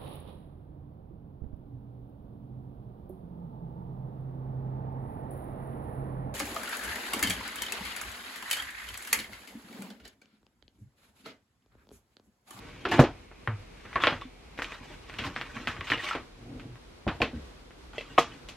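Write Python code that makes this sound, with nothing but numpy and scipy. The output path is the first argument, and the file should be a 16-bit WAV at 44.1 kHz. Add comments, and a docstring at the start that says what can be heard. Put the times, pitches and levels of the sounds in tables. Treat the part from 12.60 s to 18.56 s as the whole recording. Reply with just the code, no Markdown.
"""At a hollow desk in a small, quiet room, plastic make-up cases are rummaged through close by.
They click as they meet, and scrape and squeak as they slide; the desk knocks and booms under them.
A tub lands heavily, then a palette clatters down. Near the end a lid is tapped and a small jar is set
down with a double knock. Each rings with its own fading tones, over room noise and a low motor hum.
Stereo is built from a mid signal (what both ears share) and a side signal (how they differ)."""
import sys
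import numpy as np
from scipy import signal
from scipy.fft import rfft, irfft, next_fast_len
from scipy.io import wavfile
from scipy.ndimage import uniform_filter1d, map_coordinates

SR = 44100
rng = np.random.default_rng(int(sys.argv[2]) if len(sys.argv) > 2 else 0)


def generate_wav(signal):
    """Clip the signal to [-1, 1] and save it as 16-bit WAV at the path in sys.argv[1]."""
    frames = np.transpose(np.atleast_2d(signal))
    scaled = np.clip(frames, -1, 1) * 32767
    pcm = np.round(scaled).astype(np.int16)
    wavfile.write(sys.argv[1], SR, pcm)


N = 262833
HIT = 16384  # samples in one short sound
HIT_HZ = np.fft.rfftfreq(HIT, 1 / SR)
HIT_T = np.arange(HIT) / SR

# Cases are dragged. Each row: start and length in seconds, then scrape, rumble and swell in dB.
SLIDES = [(0, 0.27, -55.5, -52.5, -4.5), (0.324, 0.049, -36, -34, -5.5), (1.16, 0.25, -54.5, -72, 13),
          (1.411, 0.16, -43.5, -53, -15.5), (1.985, 0.16, -51.5, -71, 10.5),
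          (2.221, 0.12, -52.5, -56.5, -2), (2.422, 0.14, -54.5, -60, 11), (2.61, 0.059, -42.5, -45, 8.5),
          (2.749, 0.23, -50, -55, -17), (2.938, 0.3, -48.5, -50.5, -4.5), (3.237, 0.07, -42.5, -69, 3),
          (3.301, 0.044, -42, -40, -6.5), (3.387, 0.097, -39, -60, 6.5), (3.516, 0.026, -56, -70, -5),
          (3.768, 0.19, -69, -49.5, 13.5), (4.015, 0.064, -81, -47.5, -1.5),
          (4.738, 0.063, -60, -45.5, -14), (5.337, 0.42, -55.5, -56.5, -1), (5.67, 0.3, -64, -62, -13)]
# The tone colour of a scrape, the desk's rumble and the still room. Each row: frequency in Hz, level in dB.
SCRAPE_COLOUR = [(350, -84.5), (600, 7), (715, -17.5), (785, 0), (1090, 4.5), (1480, 3), (2790, 0.5),
                 (4770, -13), (5180, -12.5), (8640, -21), (10700, -33.5), (12100, -27), (15000, -36.5)]
RUMBLE_COLOUR = [(30, -49), (70, -2.5), (125, 6), (190, -7), (280, 2), (400, -3.5), (560, -9.5),
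                 (800, -16.5), (1500, -57), (5000, -71)]
AIR_COLOUR = [(12, -25), (25, 2.5), (42, 0), (59, 0.5), (103, -8.5), (270, -10), (433, -12), (497, -11),
              (555, -16.5), (1310, -20), (1420, -20.5), (1730, -22.5), (2410, -24.5), (3860, -26.5),
              (11800, -42), (13000, -50), (14500, -65)]
# Sliding cases catch and sing. Each row: start and length in seconds, first pitch in Hz, level in dB.
SQUEAKS = [(0.247,0.034,368,-30), (0.29,0.027,356,-30), (0.33,0.053,371,-28.5), (0.419,0.03,557,-22),
           (0.423,0.04,354,-19.5), (0.915,0.05,112,-33), (0.965,0.07,102.8,-43), (1.407,0.033,3510,-34),
           (1.445,0.03,2867,-29.5), (2.631,0.048,1110,-35), (3.308,0.067,3030,-31), (3.387,0.032,1940,-33),
           (3.457,0.03,2340,-32), (3.512,0.045,1392,-36), (3.785,0.06,118,-43), (3.88,0.094,280,-45),
           (4.0,0.026,255,-42), (4.065,0.12,117.7,-42.5), (4.757,0.036,230,-39.5)]
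# A case meets the desk or another case. Each row: start in seconds, strength in dB, the case's main
# resonance in Hz, then weight on the desk, hardness and looseness in dB.
CONTACTS = [(0.2511,-10.5,1170,-2.5,3.5,4.5), (.285,-39,2380,-4,18.5,12), (0.298,-27,2400,-6,6,2),
            (0.3129,-14.5,2670,3.5,9.5,2), (0.3182,-7.5,1470,-13,-10,5), (0.33,-14,1350,-6,-2,0),
            (0.338,-12,1000,-13,2,6), (0.382,-15,1300,9.5,2,4.5), (0.3914,6,760,7,-4,-2.5),
            (.4,-1.5,725,-1,-6,1.5), (0.438,-9,930,-26,2.5,4), (0.449,-22,980,12,10,-7),
            (.713,-26,890,-3,-13,-1.5), (0.8734,-1.5,1300,-9,-12,-5), (1.251,-29,2170,-4,-16,7.5),
            (1.328,-20.5,2090,-20,-12,0), (1.356,-1.5,1340,-8.5,-7,-1.5), (1.4007,-16,1040,-9,-2,6),
            (1.4359,1.5,1840,-9,1.5,1), (1.4694,-0.5,1550,-5,8.5,-2), (1.4828,-10,950,-14,-1,5),
            (1.522,-17,1390,-0.5,-17,5), (1.6117,-27.5,2670,-2.5,10,1), (1.975,-29.5,3060,-3,7.5,6.5),
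            (1.9881,-7.5,1490,-8,-12,-4), (2.0191,-9.5,1740,-11,3.5,-4.5), (2.043,-19.5,2450,-8,11.5,-4),
            (2.12,-20,1720,-5.5,6.5,-4), (2.151,-25,2200,-8,-8,-12), (2.4957,-19,2250,-11.5,2,-4.5),
            (2.539,-24.5,1700,-20,9,-4), (2.584,-26.5,2330,-7,12.5,13), (2.59,-14.5,2460,-9.5,2.5,-2),
            (2.599,-25,2000,0,8,-2), (2.6376,-19,1710,-12,9,3), (2.665,-19,1150,-10,3,-3),
            (2.7612,-8.5,1720,-15,0,-2), (2.8117,-10.5,1460,-14,4.5,-5), (2.8728,-34,2000,1,0,-8),
            (2.966,-16,1940,-7.5,-13,-1), (2.999,-25,1700,-6,-2,-1), (3.0713,-4.5,1540,-13.5,2.5,-0.5),
            (3.164,-22.5,1980,-10,-15,3), (3.2081,-14,2440,-5.5,3,-4), (3.2694,-21,2320,-26,7,5),
            (3.3,-11.5,1810,-9,11,2.5), (3.3174,-3,2130,-17,-12,-0.5), (3.335,-15.5,1500,2.5,9,-6),
            (3.375,-19.5,2000,-5,8.5,3), (3.4364,-25,1700,-4,9,3), (3.471,-28,2300,-2,-2,6),
            (3.482,-20,2220,-12,7,6.5), (3.5092,-14,1440,-29,-2,3.5), (3.529,-21.5,1730,-19,6,5),
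            (3.55,-13.5,1210,-1.5,1,3), (3.996,-28,2220,-9,6.5,-1.5), (4.155,-28,1220,-10,-1,-5),
            (4.4659,-21,520,14.5,-18.5,0), (4.477,-10.5,1020,-5.5,1.5,5.5), (4.602,-23,520,12,4,4.5),
            (4.617,-6.5,2440,-2,9,0), (4.624,-17,1060,9,-10,0.5), (4.731,-31.5,1340,5,-17,-15),
            (5.106,-32.5,1890,-2,-2,-4), (5.332,-26.5,940,-24,-1.5,3.5), (5.38,-34,2700,-1,19,5.5),
            (5.408,-29.5,2530,-2,13,1), (5.5779,-6,940,-9,-5,2), (5.583,-4.5,1100,-3.5,9,-0.5),
            (5.5884,-14,1250,5.5,-1,-17), (5.8863,-34,2800,4.5,19.5,1)]
# The tone colour of each struck part. Each row: frequency in Hz, level in dB.
DESK_THUMP = [(25, 1), (65, 8.5), (125, 9.5), (200, -3), (330, -22), (1200, -91)]
DESK_KNOCK = [(90, -50), (190, -8), (250, 1.5), (340, 2), (410, -1), (560, -2), (760, -3), (1300, -46),
              (5000, -74)]
CASE_SHELL = [(200, -37), (700, 4.5), (1200, 5.5), (2000, 4.5), (3000, -5), (4500, -19), (9000, -66)]
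CASE_RIM = [(900, -41), (1900, -3), (2500, 5.5), (3300, 1), (4200, -6.5), (5500, -18), (9000, -74),
            (16000, -75)]
CASE_EDGE = [(2500, 2), (4800, 0), (6500, -3), (8500, -11.5), (10500, -16), (13000, -15.5), (14500, -21),
             (15500, -40)]
# Modes are the tones a struck thing rings with. Each row: pitch in Hz, level in dB, ring time in seconds.
# Ring time (t60) is how long a sound takes to fade by 60 dB.
DESK_MODES = [(133, -5, 0.16), (248.6, 3, 0.11), (342, 0.5, 0.27), (467, 3, 0.19), (512, -7, 0.2),
              (582, -0.5, 0.18), (721, -5, .1), (883, 0.5, 0.12), (1053, -1, 0.13)]
TUB_MODES = [(718, -23.5, 0.088), (885, -26, 0.14), (1380, -23.5, 0.05), (1580, -36, 0.05),
             (1703, -27.5, 0.11), (2020, -34, 0.084), (2850, -30, 0.08)]
PALETTE_MODES = [(644, -40, 0.071), (1082, -19.5, 0.1), (1250, -35, 0.084), (1425, -22, 0.075),
                 (1610, -30, 0.12), (2080, -35, 0.046), (2460, -27.5, 0.098), (2850, -44, .1),
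                 (3300, -24, 0.072)]
LID_MODES = [(462, -25.5, 0.046), (574, -20, 0.022), (2025, -31.5, 0.041), (2460, -37, 0.045),
             (2670, -29.5, 0.052), (3300, -25.5, 0.026)]
JAR_MODES = [(325, -2, 0.073), (469, 2, 0.13), (675, 13.5, 0.035), (688, -1.5, 0.15), (745, 4.5, 0.07),
             (940, -8, 0.063), (1068, 15.5, 0.15), (1093, 15.5, 0.049), (1200, -8, 0.16),
             (1255, 8.5, 0.074), (1421, -25, 0.14), (1920, -8, 0.054), (2050, -16, .12), (2185, -5, 0.054),
             (2580, -2, 0.037), (2975, -4, 0.078), (3060, -8, 0.053), (3327, -16, 0.19)]
# The knocks each thing takes. Each row: start in seconds, strength in dB.
TUB_BLOWS = [(0.2527, -14.5), (0.3184, -2), (0.338, -5.5), (0.395, 2)]
PALETTE_BLOWS = [(1.4375, -4.5), (1.4718, -3), (1.523, -14.5)]
LID_TAPS = [(5.381, 0.5), (5.3892, -18), (5.408, -11)]
# The jar's knocks. Each row: start in seconds, strength in dB, lowest pitch that rings well in Hz.
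JAR_BLOWS = [(5.579, -19.5, 1000), (5.5832, -23, 300), (5.718, -39, 2850)]
# Single ringing tones. Each row: start in seconds, pitch in Hz, level in dB, ring time in seconds.
CASE_PINGS = [(0.2536,1350,-12.5,0.015), (0.395,526,-14,0.085), (0.395,578,-14,0.074),
              (0.8755,1230,-24,0.022), (0.8742,1880,-21,0.019), (1.3594,1098,-16,0.059),
              (1.47,580,-17.5,0.053), (1.47,483,-22,0.066), (1.614,3520,-49,0.18), (1.619,1114,-30,0.043),
              (1.652,256.5,-34.5,0.097), (3.074,1880,-43,.025), (3.21,1113,-36,0.085),
              (3.32,2170,-21,0.027), (3.319,1833,-14,0.029), (3.323,1040,-25.5,0.072),
              (3.511,1370,-19,0.036), (4.619,4300,-33,.09), (4.617,3100,-26,0.019),
              (4.618,2470,-10.5,0.017), (4.619,5200,-29,.012), (4.619,1066,-26,0.11),
              (5.5833,5430,-23.5,.008)]
DESK_BOOMS = [(0.393, 146, -4, 0.11), (0.396, 249, -14.5, 0.14), (0.397, 346, -29, 0.093),
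              (0.88, 117.6, -22.5, 0.28), (0.885, 241, -32, 0.14), (5.583, 152, -35, 0.17),
              (4.732, 254, -29.5, 0.17), (4.732, 524, -48, .15), (4.732, 140, -39, .2),
              (4.745, 78, -31.5, 0.31)]
# An edge or clasp catches. Each row: start in seconds, level in dB.
CRACKS = [(0.313,-18.5), (.397,-12.5), (1.9874,-32.5), (2.021,-26.5), (2.042,-42), (3.073,-25),
          (4.615,-24.5), (5.583,-14), (5.5887,-17), (5.886,-27.5)]
# The desk is nudged. Each row: start in seconds, thud in dB, hollow note's pitch in Hz and level in dB.
BUMPS = [(2.206, -36.5, 260, -37.5), (2.298, -60, 357, -38.5), (2.389, -47, 161, -54),
         (2.59, -34, 214, -36), (2.616, -29, 245, -30), (2.67, -29, 257, -46), (2.696, -36, 170, -39),
         (2.763, -35.5, 236, -34.5), (2.961, -50, 243, -32), (2.998, -46, 251, -31.5),
         (3.073, -40, 253, -28), (3.088, -30, 148, -45), (3.189, -25.5, 150, -43), (3.211, -35, 174, -39),
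         (3.331, -36, 276, -29), (3.433, -51, 346, -32), (3.858, -52, 248, -42), (3.956, -31, 290, -42),
         (4.05, -47, 250, -45), (4.471, -36, 202, -20), (4.607, -20.5, 205, -30), (4.627, -23, 239, -24)]
# How the room's echo dies away. Each row: frequency in Hz, ring time in seconds.
ROOM_DECAY = [(100, 0.37), (300, 0.21), (800, 0.24), (2500, 0.21), (6000, 0.25), (13000, 0.088)]
# Up close, the bass is mostly direct sound. Each row: frequency in Hz, gain of chatter and room in dB.
SCATTER_GAIN = [(80, -6.5), (250, -2), (700, -2.5)]
# Stereo width of the handling and of the room noise. Each row: frequency in Hz, side gain in dB.
NEAR_WIDTH = [(60, -36), (250, -24), (1000, -20), (2500, -16), (4200, -5), (6500, -1), (9000, 3),
              (11000, 5.5), (14000, 7)]
AIR_WIDTH = [(60, -55), (110, -11), (200, -5), (380, -1), (700, -0.5), (1290, 0), (2380, 0), (4400, 3),
             (8120, -1), (15000, 12)]


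def amp(db):
    """Turn decibels into a gain."""
    return np.exp(np.asarray(db) * (np.log(10) / 20))


def unit(x):
    """Scale to an average power of 1."""
    return x / np.sqrt(np.mean(x ** 2) + 1e-20)


def along(points, hz):
    """Read between the rows of a table, on a log frequency axis."""
    freqs, values = np.transpose(points)
    return np.interp(np.log(hz + 1), np.log(freqs + 1), values)


def wobble(rate):
    """A smooth curve through rate random points a second."""
    return map_coordinates(rng.standard_normal(int(N * rate / SR) + 4), [np.arange(N) * rate / SR])


def filtered(x, response):
    """Give each frequency its own gain."""
    size = next_fast_len(N + 8192)
    return irfft(rfft(x, size) * response(np.fft.rfftfreq(size, 1 / SR)), size)[..., :N]


def sharp_start(gain):
    """The spectrum with these gains whose sound starts sharply and then rings out."""
    cepstrum = irfft(np.log(np.maximum(gain, 1e-6)))
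    fold = np.r_[1, np.full(HIT // 2 - 1, 2), 1, np.zeros(HIT // 2 - 1)]
    return np.exp(rfft(cepstrum * fold))


def add(track, start, sound):
    """Mix a short sound into a track at start seconds."""
    part = track[..., round(start * SR):][..., :HIT]
    part += sound[..., :part.shape[-1]]


def ring(hz, db, t60, attack_s, sag=0):
    """One fading tone; it loses the share sag of its pitch as the weight settles."""
    pitch = hz * (1 - sag * (1 - np.exp(-HIT_T / 0.039)))
    tone = np.sin(2 * np.pi * np.cumsum(pitch) / SR)
    return amp(db - 60 * HIT_T / t60) * tone * (1 - np.exp(-HIT_T / attack_s))


def room_tail():
    """The room's echo, mid and side: noise in which each frequency dies at its own speed."""
    hz, t, spectra = signal.stft(rng.standard_normal((2, HIT)), SR, nperseg=256)
    decay = amp(-60 * t / along(ROOM_DECAY, hz)[:, None])
    tail = signal.istft(spectra * decay, SR, nperseg=256)[1][:, :HIT]
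    tail = tail * (1 - np.exp(-HIT_T / 0.0026))
    return tail / np.linalg.norm(tail[0])


def stroke(start, length, swell_db, grip_s=0.011, rest_t60=0.31):
    """The gain of one drag: it takes hold, swells or eases steadily, then comes to rest."""
    t = np.arange(N) / SR - start
    progress = np.clip(t / length, 0, 1)
    fade_db = 60 * np.maximum(t - length, 0) / rest_t60
    return np.clip(t / grip_s, 0, 1) * amp(swell_db * (progress - .5) - fade_db)


def friction(colour, slips_per_s, spread_db, smooth):
    """Tiny slips of uneven size over a smooth rub, coloured by the body and spread by the room."""
    slips = rng.random(N) < slips_per_s / SR
    sizes = amp(spread_db * np.minimum(rng.exponential(size=N), 3))
    force = unit(slips * sizes * rng.choice([-1, 1], (2, N))) + smooth * rng.standard_normal((2, N))
    room = amp(0.5) * signal.fftconvolve(force[:1], room_tail(), axes=1)[:, :N]
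    return unit(filtered(force + room, lambda hz: amp(along(colour, hz))))


def shifting(x, depth_db):
    """A gripped case's resonances come and go as it moves."""
    spectra = signal.stft(x, nperseg=512)[2]
    patches = uniform_filter1d(rng.standard_normal(spectra.shape[1:]), size=4, axis=0)
    patches = uniform_filter1d(patches, size=5, axis=1)
    return unit(signal.istft(spectra * amp(depth_db * unit(patches)), nperseg=512)[1][:, :N])


def slides():
    """Dragged cases scrape and their loose parts tick, while the desk rumbles under them."""
    scrape_gain, rumble_gain = np.zeros((2, N))
    for start, length, scrape_db, rumble_db, swell_db in SLIDES:
        drag = stroke(start, length, swell_db)
        scrape_gain = np.hypot(scrape_gain, amp(scrape_db) * drag)
        rumble_gain = np.hypot(rumble_gain, amp(rumble_db) * drag)
    rumble = friction(RUMBLE_COLOUR, slips_per_s=270, spread_db=-5, smooth=0.95)
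    ticks = amp(-12.5) * friction(CASE_RIM, slips_per_s=110, spread_db=-2, smooth=0.05)
    rub = shifting(friction(SCRAPE_COLOUR, slips_per_s=500, spread_db=3, smooth=0.35), depth_db=3.5)
    catching = amp(1.5 * wobble(70))  # the drag keeps catching and letting go
    return rumble_gain * rumble + scrape_gain * (rub + ticks) * catching


def air(noise_db, drift_db, hum_hz, hum_db):
    """Room noise, mid and side, over the low hum of a distant motor."""
    noise = unit(filtered(rng.standard_normal((2, N)), lambda hz: amp(along(AIR_COLOUR, hz))))
    mid, side = noise * amp(noise_db + drift_db * wobble(13))
    hum_gain = amp(hum_db + 1.1 * wobble(1.9))
    hum = hum_gain * np.sin(2 * np.pi * hum_hz * np.arange(N) / SR + wobble(3.4))
    return np.array([mid + hum, filtered(side, lambda hz: amp(along(AIR_WIDTH, hz)))])


def whine(hz, width_hz, db, fade_db_per_s):
    """A narrow band of noise makes a faint, fading whine in the room."""
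    band = unit(filtered(rng.standard_normal(N), lambda f: 1 / (1 + ((f - hz) / width_hz) ** 2)))
    return band * amp(db - fade_db_per_s * np.arange(N) / SR)


def squeaks(rough, sag):
    """A case sticks and slips fast enough to sing; the pitch sinks as it slows."""
    out = np.zeros(N)
    for start, length, start_hz, db in SQUEAKS:
        progress = np.minimum(HIT_T / length, 1)
        phase = 2 * np.pi * np.cumsum(start_hz * (1 - sag * progress)) / SR
        # every slip comes a little early or late
        drift = rough * np.cumsum(rng.standard_normal(HIT)) * np.sqrt(start_hz / SR)
        jitter = signal.lfilter(*signal.butter(2, start_hz / 2, fs=SR), drift)
        add(out, start, amp(db) * np.sin(np.pi * progress) * np.sin(phase + jitter))
    return out


def strike(chatter_db, room_db, chatter_t60, echo_s, echo_db, graze_s=0.00131):
    """Mid and side spectra of one touch: a graze, the push, chatter, a nearby echo, then the room."""
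    chatter = rng.standard_normal((2, HIT)) * amp(-60 * HIT_T / chatter_t60)
    chatter *= 1 - np.exp(-HIT_T / 0.0015)
    scatter = amp(chatter_db) * chatter / np.linalg.norm(chatter[0]) + amp(room_db) * room_tail()
    push = np.array([[1], [.7j]])  # the side follows the pressure's slope, a quarter cycle apart
    echo = 1 + amp(echo_db) * np.exp(-2j * np.pi * HIT_HZ * echo_s * rng.uniform(0.801, 1.15))
    graze = rng.standard_normal((2, HIT)) * np.sin(np.pi / 2 * np.minimum(HIT_T / graze_s, 2))
    blow = push * echo + rfft(scatter) * amp(along(SCATTER_GAIN, HIT_HZ))
    delay = np.exp(-2j * np.pi * HIT_HZ * graze_s)
    return amp(-7.5) * rfft(graze / np.linalg.norm(graze[0])) + blow * delay


def swing_up(hz, q):
    """A resonance of sharpness q holds a push back briefly without changing its strength."""
    return np.exp(-2j * np.arctan(q * (HIT_HZ / hz - hz / (HIT_HZ + 1))))


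def contacts(rim_hz):
    """Each contact shares its energy between the desk and the case's hollow shell, rim and edge."""
    out = np.zeros((2, N))
    colours = DESK_THUMP, DESK_KNOCK, CASE_SHELL, CASE_RIM, CASE_EDGE
    thump, knock, shell, rim, edge = [unit(amp(along(colour, HIT_HZ))) for colour in colours]
    for start, db, clack_hz, weight_db, hard_db, loose_db in CONTACTS:
        detune = HIT_HZ / clack_hz - clack_hz / (HIT_HZ + 1)
        clack = unit(shell / np.hypot(1, detune))
        # a harder contact is shorter: less thump, more click and tick
        thud = amp(weight_db) * np.hypot(knock, amp(-7 - 0.63 * hard_db) * thump)
        click = amp(-8 + hard_db) * rim
        tick = amp(-30 + 0.72 * hard_db - 0.5 * db) * edge  # heavy blows sink in and dull the edge
        body = sharp_start(np.linalg.norm([thud, clack, click, tick], axis=0))
        # a loosely held case chatters and spills into the room
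        touch = strike(loose_db, loose_db + 2.04, chatter_t60=0.04, echo_s=0.0055, echo_db=-7)
        sound = amp(db) * irfft(body * touch * swing_up(rim_hz, q=3) * swing_up(clack_hz, q=1.5))
        fade = np.cos(np.pi / 2 * np.arange(HIT) / HIT)
        add(out, start, sound * fade)
    return out


def desk():
    """The desk rings on after each contact, as strongly as the weight that lands on it."""
    out = np.zeros(N)
    modes = np.array([ring(hz, db, t60, attack_s=0.00073) for hz, db, t60 in DESK_MODES])
    for start, db, _, weight_db, _, _ in CONTACTS:
        # each lands on another spot, so the modes mix differently
        shares = rng.choice([-1, 1], len(modes)) * amp(rng.normal(0, 1.9, len(modes)))
        add(out, start, amp(-34 + db + weight_db) * (shares @ modes))
    return out


def knocked(blows, modes, spread_db, attack_s):
    """Every blow rings all the modes, each with a random sign and a slightly random level."""
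    out = np.zeros(N)
    for start, blow_db in blows:
        for hz, db, t60 in modes:
            sign = rng.choice([-1, 1])
            add(out, start, sign * ring(hz, blow_db + db + rng.normal(0, spread_db), t60, attack_s))
    return out


def tub():
    """A hollow plastic tub rings as it is jostled and then lands."""
    return knocked(TUB_BLOWS, TUB_MODES, spread_db=0.74, attack_s=0.00094)


def pings():
    """Small parts of a struck case ring on."""
    out = np.zeros(N)
    for start, hz, db, t60 in CASE_PINGS:
        add(out, start, ring(hz, db, t60, attack_s=0.00068))
    return out


def cracks():
    """Hard edges and clasps catch with a bright crack."""
    out = np.zeros((2, N))
    edge = sharp_start(unit(amp(along(CASE_EDGE, HIT_HZ))))
    for start, db in CRACKS:
        touch = strike(chatter_db=8.5, room_db=6.5, chatter_t60=0.12, echo_s=0.0058, echo_db=-20)
        add(out, start, amp(db) * irfft(edge * touch))
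    return out


def booms():
    """Heavy blows leave the desk booming with low, sinking tones."""
    out = np.zeros(N)
    for start, hz, db, t60 in DESK_BOOMS:
        add(out, start, ring(hz, db, t60, attack_s=0.0029, sag=0.13))
    return out


def palette():
    """A palette clatters down among the cases, ringing at each knock."""
    return knocked(PALETTE_BLOWS, PALETTE_MODES, spread_db=1.5, attack_s=0.00041)


def bumps(thud_hz):
    """A hand or a case's weight softly nudges the desk: a low thud and a hollow note."""
    out = np.zeros(N)
    for start, thud_db, hollow_hz, hollow_db in BUMPS:
        thud = ring(thud_hz, thud_db, t60=0.058, attack_s=0.0031, sag=0.1)
        hollow = ring(hollow_hz, hollow_db, t60=0.067, attack_s=0.0031, sag=0.065)
        add(out, start, thud + hollow)
    return out


def lid():
    """A tapped lid bounces and rings briefly each time."""
    out = np.zeros(N)
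    for start, tap_db in LID_TAPS:
        for hz, db, t60 in LID_MODES:
            add(out, start, ring(hz, tap_db + db + rng.normal(0, 1.5), t60, attack_s=0.0015))
    return out


def jar():
    """A small jar rings as it lands on one edge, then flat, and settles."""
    out = np.zeros(N)
    for start, blow_db, lowest_hz in JAR_BLOWS:
        for k, (hz, db, t60) in enumerate(JAR_MODES):
            share = (-1) ** k / np.hypot(1, (lowest_hz / hz) ** 4)  # neighbours swing opposite ways
            add(out, start, share * ring(hz, blow_db + db + rng.normal(0, 1), t60, attack_s=0.00029))
    return out


def scene():
    """Mix handling and room into left and right; the bass is central and the treble wide."""
    handling = contacts(rim_hz=2500)
    handling[0] += desk() + booms() + bumps(thud_hz=90.4)  # row 0 is the mid signal
    handling += cracks()
    handling[0] += pings() + lid() + palette() + jar() + tub()
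    handling += slides()
    handling[0] += squeaks(rough=0.44, sag=0.0765)
    handling[1] = filtered(handling[1], lambda hz: amp(along(NEAR_WIDTH, hz)))
    mid, side = handling + air(noise_db=-52.5, drift_db=1.07, hum_hz=41.5, hum_db=-53.5)
    mid += whine(hz=2320, width_hz=410, db=-58, fade_db_per_s=3.5)
    return np.array([mid + side, mid - side])


def gain_control(x, threshold_db, slope, recovery_db_per_s):
    """Loud knocks in the left channel turn both channels down; the level then creeps back."""
    level_db = 10 * np.log10(np.abs(uniform_filter1d(x[0] ** 2, size=882)) + 1e-12)
    ramp = recovery_db_per_s * np.arange(N) / SR
    cut_db = np.maximum.accumulate(slope * np.maximum(level_db - threshold_db, 0) + ramp) - ramp
    return x * amp(-signal.lfilter(*signal.butter(1, 4, fs=SR), cut_db))


def record(dry):
    """Dip after loud knocks, drop the deepest bass, clip at full scale and cut the highest treble."""
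    ducked = gain_control(dry, threshold_db=-15, slope=0.49, recovery_db_per_s=3.5)
    thinned = signal.sosfilt(signal.butter(4, 37, "high", fs=SR, output="sos"), ducked)
    return filtered(np.clip(thinned, -1, 1), lambda hz: hz < 15600)


dry = scene()
out = record(dry)
generate_wav(out)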